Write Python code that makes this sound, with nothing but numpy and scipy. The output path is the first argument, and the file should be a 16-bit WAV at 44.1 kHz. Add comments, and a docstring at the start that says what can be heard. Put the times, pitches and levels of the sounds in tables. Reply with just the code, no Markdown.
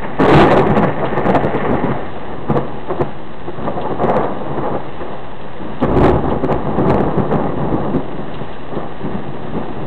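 """A close thunderclap tears open over a street at night, rolls on in peals and sinks back into heavy rain.
The thunder is a swarm of random shock fronts, swelled by rolls and peals, with a pitched boom in each peal.
House fronts add echo and low resonances; sparse impulses make the tearing, shaped noise the deep shudder.
The rain is noise with a patter of impulses, and a few fat drops burst nearby into sprays of droplets.
A small narrow-band microphone overloads on the loudest peals."""
import sys
import numpy as np
from scipy import signal
from scipy.fft import rfft, irfft, next_fast_len
from scipy.io import wavfile
from scipy.ndimage import map_coordinates

SR = 44100
rng = np.random.default_rng(int(sys.argv[2]) if len(sys.argv) > 2 else 0)


def master(y):
    """Save y as 16-bit WAV."""
    cut = np.clip(np.atleast_2d(y).T, -1, 1)
    pcm = np.round(cut * 32767)  # scale
    wavfile.write(sys.argv[1], SR, pcm.astype(np.int16))


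N = 434826
ATTACK_S = 0.016  # linear rise in amplitude of each roll and of the shudder


def amp(db):
    """Amplitude ratio: 20 dB is a factor of ten."""
    return 10 ** (np.asarray(db) / 20)


def unit(x):
    """Normalization: x scaled to rms 1."""
    return x / np.sqrt(np.mean(x ** 2) + 1e-20)


def gain(points, hz):
    """Frequency response: gain of (Hz, dB) points joined on a log-frequency axis."""
    f, db = np.transpose(points)
    return amp(np.interp(np.log(hz + 1), np.log(f + 1), db))


def wobble(rate):
    """Slow random modulation: a smooth curve through random knots, rate of them a second."""
    knots = rng.standard_normal(int(N * rate / SR) + 4)
    return map_coordinates(knots, [np.arange(N) * rate / SR])


def filtered(x, response):
    """Linear filtering: the spectrum of x times a response of frequency."""
    m = next_fast_len(N + SR // 2)
    return irfft(rfft(x, m) * response(np.fft.rfftfreq(m, 1 / SR)), m)[:N]


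def coloured(x, points, size=8192):
    """Minimum-phase filtering: a causal pulse of energy 1 with the given spectrum, convolved with x."""
    # folding the cepstrum onto positive times makes the pulse causal
    cepstrum = irfft(np.log(gain(points, np.fft.rfftfreq(size, 1 / SR))))
    cepstrum[1:size // 2] *= 2
    cepstrum[size // 2 + 1:] = 0
    pulse = irfft(np.exp(rfft(cepstrum)))
    return signal.fftconvolve(x, pulse / np.linalg.norm(pulse))[:N]


def impacts(rate, spread_db):
    """Shot noise: impulses at random moments, rate a second, with scattered sizes and signs, rms 1."""
    hit = rng.random(N) < rate / SR
    sizes = amp(spread_db * np.clip(rng.standard_normal(N), -2, 2))
    return unit(hit * sizes * rng.choice([-1, 1], N))


def street(x, t60, wet_db):
    """Diffuse reverberation: house fronts scatter a decaying echo; the mean power stays about the same."""
    t = np.arange(SR // 2) / SR
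    tail = rng.standard_normal(len(t)) * amp(-60 * t / t60)
    echo = signal.fftconvolve(x, tail / np.linalg.norm(tail))[:N]
    return (x + amp(wet_db) * echo) / np.hypot(1, amp(wet_db))


def walls(x):
    """Resonance: the space between the house fronts reinforces a few low notes."""
    # Each row: resonant frequency in Hz, bandwidth in Hz, strength of the added resonance in dB.
    modes = [(140, 20, -8.5), (220, 39, -8), (366, 36, -6)]

    def response(f):
        resonances = 0
        for hz, width, db in modes:
            damping = 1j * f * width
            resonances = resonances + amp(db) * damping / (hz * hz - f * f + damping)
        return 1 + resonances

    return filtered(x, response)


def rain():
    """Superposition: countless far drops merge into a noise wash; nearer ones patter through it."""
    # Spectrum of the rain. Each row: frequency in Hz, relative spectral level in dB.
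    rain_spectrum = [(20, 8.5), (90, 6.5), (150, -6), (400, -14.5), (850, 0), (1150, -3.5), (1400, -8),
                     (1850, -4.5), (2350, -15.5), (2800, -10), (3200, -15), (3700, -15), (4500, -18)]
    wash = rng.standard_normal(N) * amp(-36.0 + 0.92 * wobble(4.5))
    patter = impacts(rate=300, spread_db=5.0) * amp(-41.0)
    return coloured(wash + patter, rain_spectrum)


def splashes():
    """Impact and decay: a fat drop bursts into a short spray of droplets, dense random impulses."""
    # Fat drops landing close by. Each row: start in seconds, relative strength in dB.
    drops = [(1.052, -17), (1.5664, -24), (3.6374, -28.5), (3.81, -21), (4.2293, -28), (5.4115, -28),
             (5.8012, -22), (6.2973, -23.5), (8.339, -22.5), (8.525, -27.5), (8.7485, -27)]
    # Spectrum of the spray. Each row: frequency in Hz, relative spectral level in dB.
    splash_spectrum = [(800, -22), (2000, -15.5), (2900, 2), (3600, -3), (4500, -4.5)]
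    decay_60_db_s, rise_s = 0.099, 0.0022
    age = np.arange(SR // 4) / SR
    burst = amp(-60 * age / decay_60_db_s) * (1 - np.exp(-age / rise_s))
    spray = np.zeros(N)
    for start, db in drops:
        spray[round(start * SR):][:len(age)] += amp(db - 3.5) * burst
    droplets = impacts(rate=2500, spread_db=2.5)
    return coloured(spray * droplets, splash_spectrum)


def shudder():
    """Decaying low-frequency noise: the long trunk of the lightning arrives and dies slowly."""
    # Spectrum of the shudder. Each row: frequency in Hz, relative spectral level in dB.
    shudder_spectrum = [(20, -17.5), (45, -5.5), (72, -1.5), (100, -8), (160, -30.5), (400, -71)]
    start_s, level_db, fall_db_per_s = 5.87, -20, 18
    age = np.maximum(np.arange(N) / SR - start_s, 0)
    level = np.minimum(age / ATTACK_S, 1) * amp(level_db - fall_db_per_s * age)
    return coloured(rng.standard_normal(N) * level, shudder_spectrum)


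def tearing(roar_power):
    """Modulated shot noise: crackle rides on the roar; the nearest branches, heard first, keep the most."""
    # Spectrum of the crackle. Each row: frequency in Hz, relative spectral level in dB.
    crackle_spectrum = [(500, -39), (1200, -0.5), (1550, 1), (1850, 4), (2100, -1), (2400, -9), (3000, -13),
                        (4200, -33.5)]
    near_db, follow = -25, 0.32  # follow: dB of crackle per dB of roar
    near_end_s, near_fall_db_per_s = 1.72, 19.5
    far_db = -24  # the trace of crackle left in every later roar
    t = np.arange(N) / SR
    roar_db = 10 * np.log10(roar_power)
    near_level_db = near_db + follow * roar_db - near_fall_db_per_s * np.maximum(t - near_end_s, 0)
    far_level = amp(far_db) * np.sqrt(roar_power)
    level = np.hypot(amp(near_level_db), far_level)
    sparks = impacts(rate=360, spread_db=3) * level * amp(1.2 * wobble(35))
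    return street(coloured(sparks, crackle_spectrum), t60=0.11, wet_db=-2)


def split(db, bright_db):
    """Partition of power: rumble and roar as a column, with the roar bright_db above the rumble."""
    ratio = amp(bright_db) ** 2
    return amp(db) ** 2 * np.array([[1], [ratio]]) / (1 + ratio)


def rolls():
    """Power envelopes of rumble and roar: each roll rises, holds, drops and leaves a long echo."""
    # Long rolls, one for each branch of the lightning.
    # Each row: start in seconds, hold in seconds, relative strength in dB, roar over rumble in dB.
    branches = [(0.0, 0.11, -26.5, 1), (0.185, 0.25, -11, 2), (0.325, 0.095, -5, 3), (0.5, 0.17, -15.5, 3),
                (0.693, 0.19, -19.5, 1.5), (0.966, 1, -20.5, 2), (2.203, 0.58, -30.5, 0.5),
                (2.487, 0.145, -22.5, -0.5), (2.868, 0.18, -26, 1), (3.559, 0.39, -24, 1),
                (3.984, 0.27, -16.5, 4.5), (4.059, 0.07, -19.5, 7), (4.397, 0.19, -24.5, 2),
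                (4.611, 0.13, -20.5, 4.5), (4.984, 0.16, -28.5, 7.5), (5.603, 0.13, -29, -3),
                (5.816, 0.34, -15.5, -3), (5.993, 0.071, -11.5, -1.5), (6.223, 0.11, -17.5, -1.5),
                (6.468, 0.094, -18.5, 1), (6.638, 0.62, -20, -1.5), (6.769, 0.22, -15.5, -4),
                (6.859, 0.067, -15, -1.5), (7.295, 0.18, -16.5, -1.5), (7.552, 0.41, -20.5, -3),
                (7.999, 0.46, -31, -0.5), (8.706, 0.14, -25.5, 3.5), (8.995, 0.86, -27.5, -5.5),
                (9.536, 0.094, -24, -3)]
    fall_db_per_s = 125
    # the long echo, fuller after a long roll
    echo_db, echo_build_s, echo_fall_db_per_s = -16, 0.26, 8.5
    distant_db = -32  # far thunder that never stops
    churn_db, churn_per_s = 0.7, 22  # chance swells
    t = np.arange(N) / SR
    power = np.zeros((2, N))
    for start, hold, db, bright_db in branches:
        first = max(round(start * SR), 0)
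        age = t[first:] - start
        past = np.maximum(age - hold, 0)
        drop = amp(-fall_db_per_s * past) ** 2
        echo = amp(echo_db - echo_fall_db_per_s * past) ** 2 * min(hold / echo_build_s, 1)
        rise = np.clip(age / ATTACK_S, 0, 1) ** 2
        power[:, first:] += split(db, bright_db) * rise * (drop + echo)
    churn = amp(churn_db * wobble(churn_per_s)) ** 2
    return (power + split(distant_db, bright_db=-1)) * churn


def swell(centre, db, linger):
    """Gaussian power envelope as a stretch of the channel is heard: its samples and its heights."""
    rise_s, fall_s = 0.0073, 0.0092  # Gaussian half-widths at the middling strength
    middling_db, db_per_doubling = -13.5, 35.5  # stronger peals last longer
    stretch = 2 ** ((db - middling_db) / db_per_doubling)
    rise, fall = np.array([rise_s, fall_s * linger]) * stretch
    limits = np.array([centre - 5 * rise, centre + 5 * fall]) * SR
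    on = np.arange(*np.clip(limits, 0, N).astype(int))
    age = on / SR - centre
    return on, np.exp(-.5 * (age / np.where(age < 0, rise, fall)) ** 2)


def peals():
    """Periodicity pitch: fronts spaced nearly evenly sound a boom; also the rumble and roar power of the peals."""
    # The sharpest peals, one for each big bend of the lightning channel.
    # Each row: centre in seconds, relative strength in dB, mean boom pitch in Hz, roar over rumble in dB.
    bends = [(0.045, -20, 900, 4), (0.213, -5.5, 270, 8), (0.257, -8, 494, 3), (0.294, -3, 429, 2.5),
             (0.348, 6, 335, -6), (0.41, 0.5, 350, 3), (0.517, -3.5, 540, 2), (0.577, -5, 378, 5),
             (0.621, -14, 910, 7), (0.703, -8, 208.7, -11), (0.777, -8.5, 206.3, 6),
             (0.836, -9.5, 179.4, 3.5), (0.887, -14, 147, 3.5), (1.034, -15.5, 660, 12),
             (1.178, -15.5, 351, 8.5), (1.263, -14, 177.2, 0.5), (1.298, -9.5, 194.5, 6.5),
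             (1.351, -6.5, 685, 1.5), (1.447, -14.5, 432, -4), (1.476, -18.5, 682, 0.5),
             (1.553, -12, 436, -4), (1.66, -14, 406.3, 5), (1.703, -13.5, 242.2, -8),
             (1.739, -11, 227.7, -1.5), (1.841, -13.5, 244, -6.5), (1.901, -14.5, 215, -2.5),
             (2.168, -23.5, 525, 10), (2.502, -11, 235.7, -0.5), (2.571, -10.5, 483, 1.5),
             (2.909, -16, 382, 5), (3.012, -11, 355, -2), (3.487, -18.5, 350, -1.5), (3.681, -16, 573, 5),
             (3.78, -19, 721, 8), (3.861, -18, 869, 1), (3.914, -18.5, 343, 1), (4.033, -12.5, 355, 2.5),
             (4.093, -11.5, 720, 6), (4.166, -15, 513, 5), (4.583, -15.5, 361.7, 3),
             (4.662, -17.5, 530, 4.5), (4.752, -16.5, 533, 5), (5.018, -23, 360, 7),
             (5.829, -9.5, 243.4, -4), (5.974, -8.5, 368, -9.5), (6.043, -6.5, 365.8, -3.5),
             (6.092, -9, 366, -4), (6.442, -11.5, 262, -2.5), (6.511, -14, 362, 0), (6.793, -17, 161, -9.5),
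             (6.905, -11.5, 140, -5), (7.0, -14, 185.3, -8.5), (7.186, -10, 150, -7),
             (7.324, -11, 450, -2.5), (7.358, -14, 145, -5), (7.737, -14, 318, -9),
             (7.951, -11.5, 250.7, -15), (8.192, -21.5, 317, -7), (8.414, -20, 220, -10),
             (8.773, -20.5, 535, -12), (9.057, -18, 229.6, -5), (9.151, -20.5, 185, -18),
             (9.563, -16, 366, -17)]
    boom_share, boom_linger = .42, 1.46  # part of the peal's power; stretch of the fall
    power, booms = np.zeros((2, N)), np.zeros(N)
    stagger = 0.92 * wobble(110)  # phase in radians: the fronts come only roughly evenly spaced
    phases = rng.uniform(0, 2 * np.pi, len(bends))
    for (centre, db, hz, bright_db), phase in zip(bends, phases):
        on, bell = swell(centre, db, linger=1)
        power[:, on] += (1 - boom_share) * split(db, bright_db) * bell
        # the mean spacing of the fronts sets the pitch of the boom
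        on, bell = swell(centre, db, boom_linger)
        level = amp(db) * np.sqrt(2 * boom_share * bell / boom_linger)
        booms[on] += level * np.sin(2 * np.pi * hz * on / SR + phase + stagger[on])
    return power, booms


def thunder(rumble_power, roar_power, booms):
    """Superposed shock fronts: far ones make the rumble, near ones the roar, and the houses echo them."""
    # Spectra of far and near fronts. Each row: frequency in Hz, relative spectral level in dB.
    rumble_spectrum = [(15, -19.5), (35, -11), (72, -9.5), (100, -8.5), (138, 0), (185, -3.5), (240, -0.5),
                       (350, -3), (440, -8.5), (700, -38.5), (1500, -71)]
    roar_spectrum = [(120, -32), (300, -15.5), (400, -4), (490, 1), (600, -0.5), (820, -1.5), (1000, -6.5),
                     (1190, -7), (1380, -18.5), (1850, -21), (2400, -40.5), (4200, -53.5)]
    far_fronts = impacts(rate=2500, spread_db=1.5)
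    near_fronts = impacts(rate=3500, spread_db=2)
    rumble = amp(-0.32) * coloured(far_fronts * np.sqrt(rumble_power), rumble_spectrum)
    roar = amp(0.16) * coloured(near_fronts * np.sqrt(roar_power), roar_spectrum)
    resonant = walls(amp(-1) * (rumble + roar))
    return street(resonant + amp(-.6) * booms, t60=.2, wet_db=-15)


def scene():
    """Linear superposition of thunder and rain, mono."""
    peal_power, booms = peals()
    rumble_power, roar_power = rolls() + peal_power
    storm = thunder(rumble_power, roar_power, booms) + shudder() + tearing(roar_power)
    return (storm + rain() + splashes())[None]


def record(dry):
    """Nonlinear distortion: the capsule squashes pushes and stretches pulls; the converter clips the pulls."""
    # Treble roll-off ahead of the converter. Each row: frequency in Hz, gain in dB.
    voice_band = [(3750, 0), (4000, -4), (4250, -14), (4450, -32), (4700, -75)]
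    # Treble response after the converter. Each row: frequency in Hz, gain in dB.
    air_band = [(4000, 0), (4800, -10), (6500, -6), (8000, -1), (10000, -8), (15000, -9)]
    top_hz = 15850  # nothing passes from here up
    headroom, deepest_pull, hardest_push = .75, .62, .5
    pressure = np.clip(dry[0], -deepest_pull, hardest_push)
    capsule = headroom * (1 - np.exp(-pressure / headroom))
    narrow = filtered(capsule, lambda hz: gain(voice_band, hz))
    offset, rail = -.1085, -.71  # the converter sits off centre
    floor = rail - offset
    # the slow drift of the lopsided wave, below about 10 Hz, is taken out before clipping
    drift = filtered(np.maximum(narrow, floor), lambda hz: 1 / (1 + 1j * hz / 10))
    clipped = np.maximum(narrow - drift, floor)
    return offset + filtered(clipped, lambda hz: gain(air_band, hz) * (hz < top_hz))[None]


dry = scene()
out = record(dry)
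master(out)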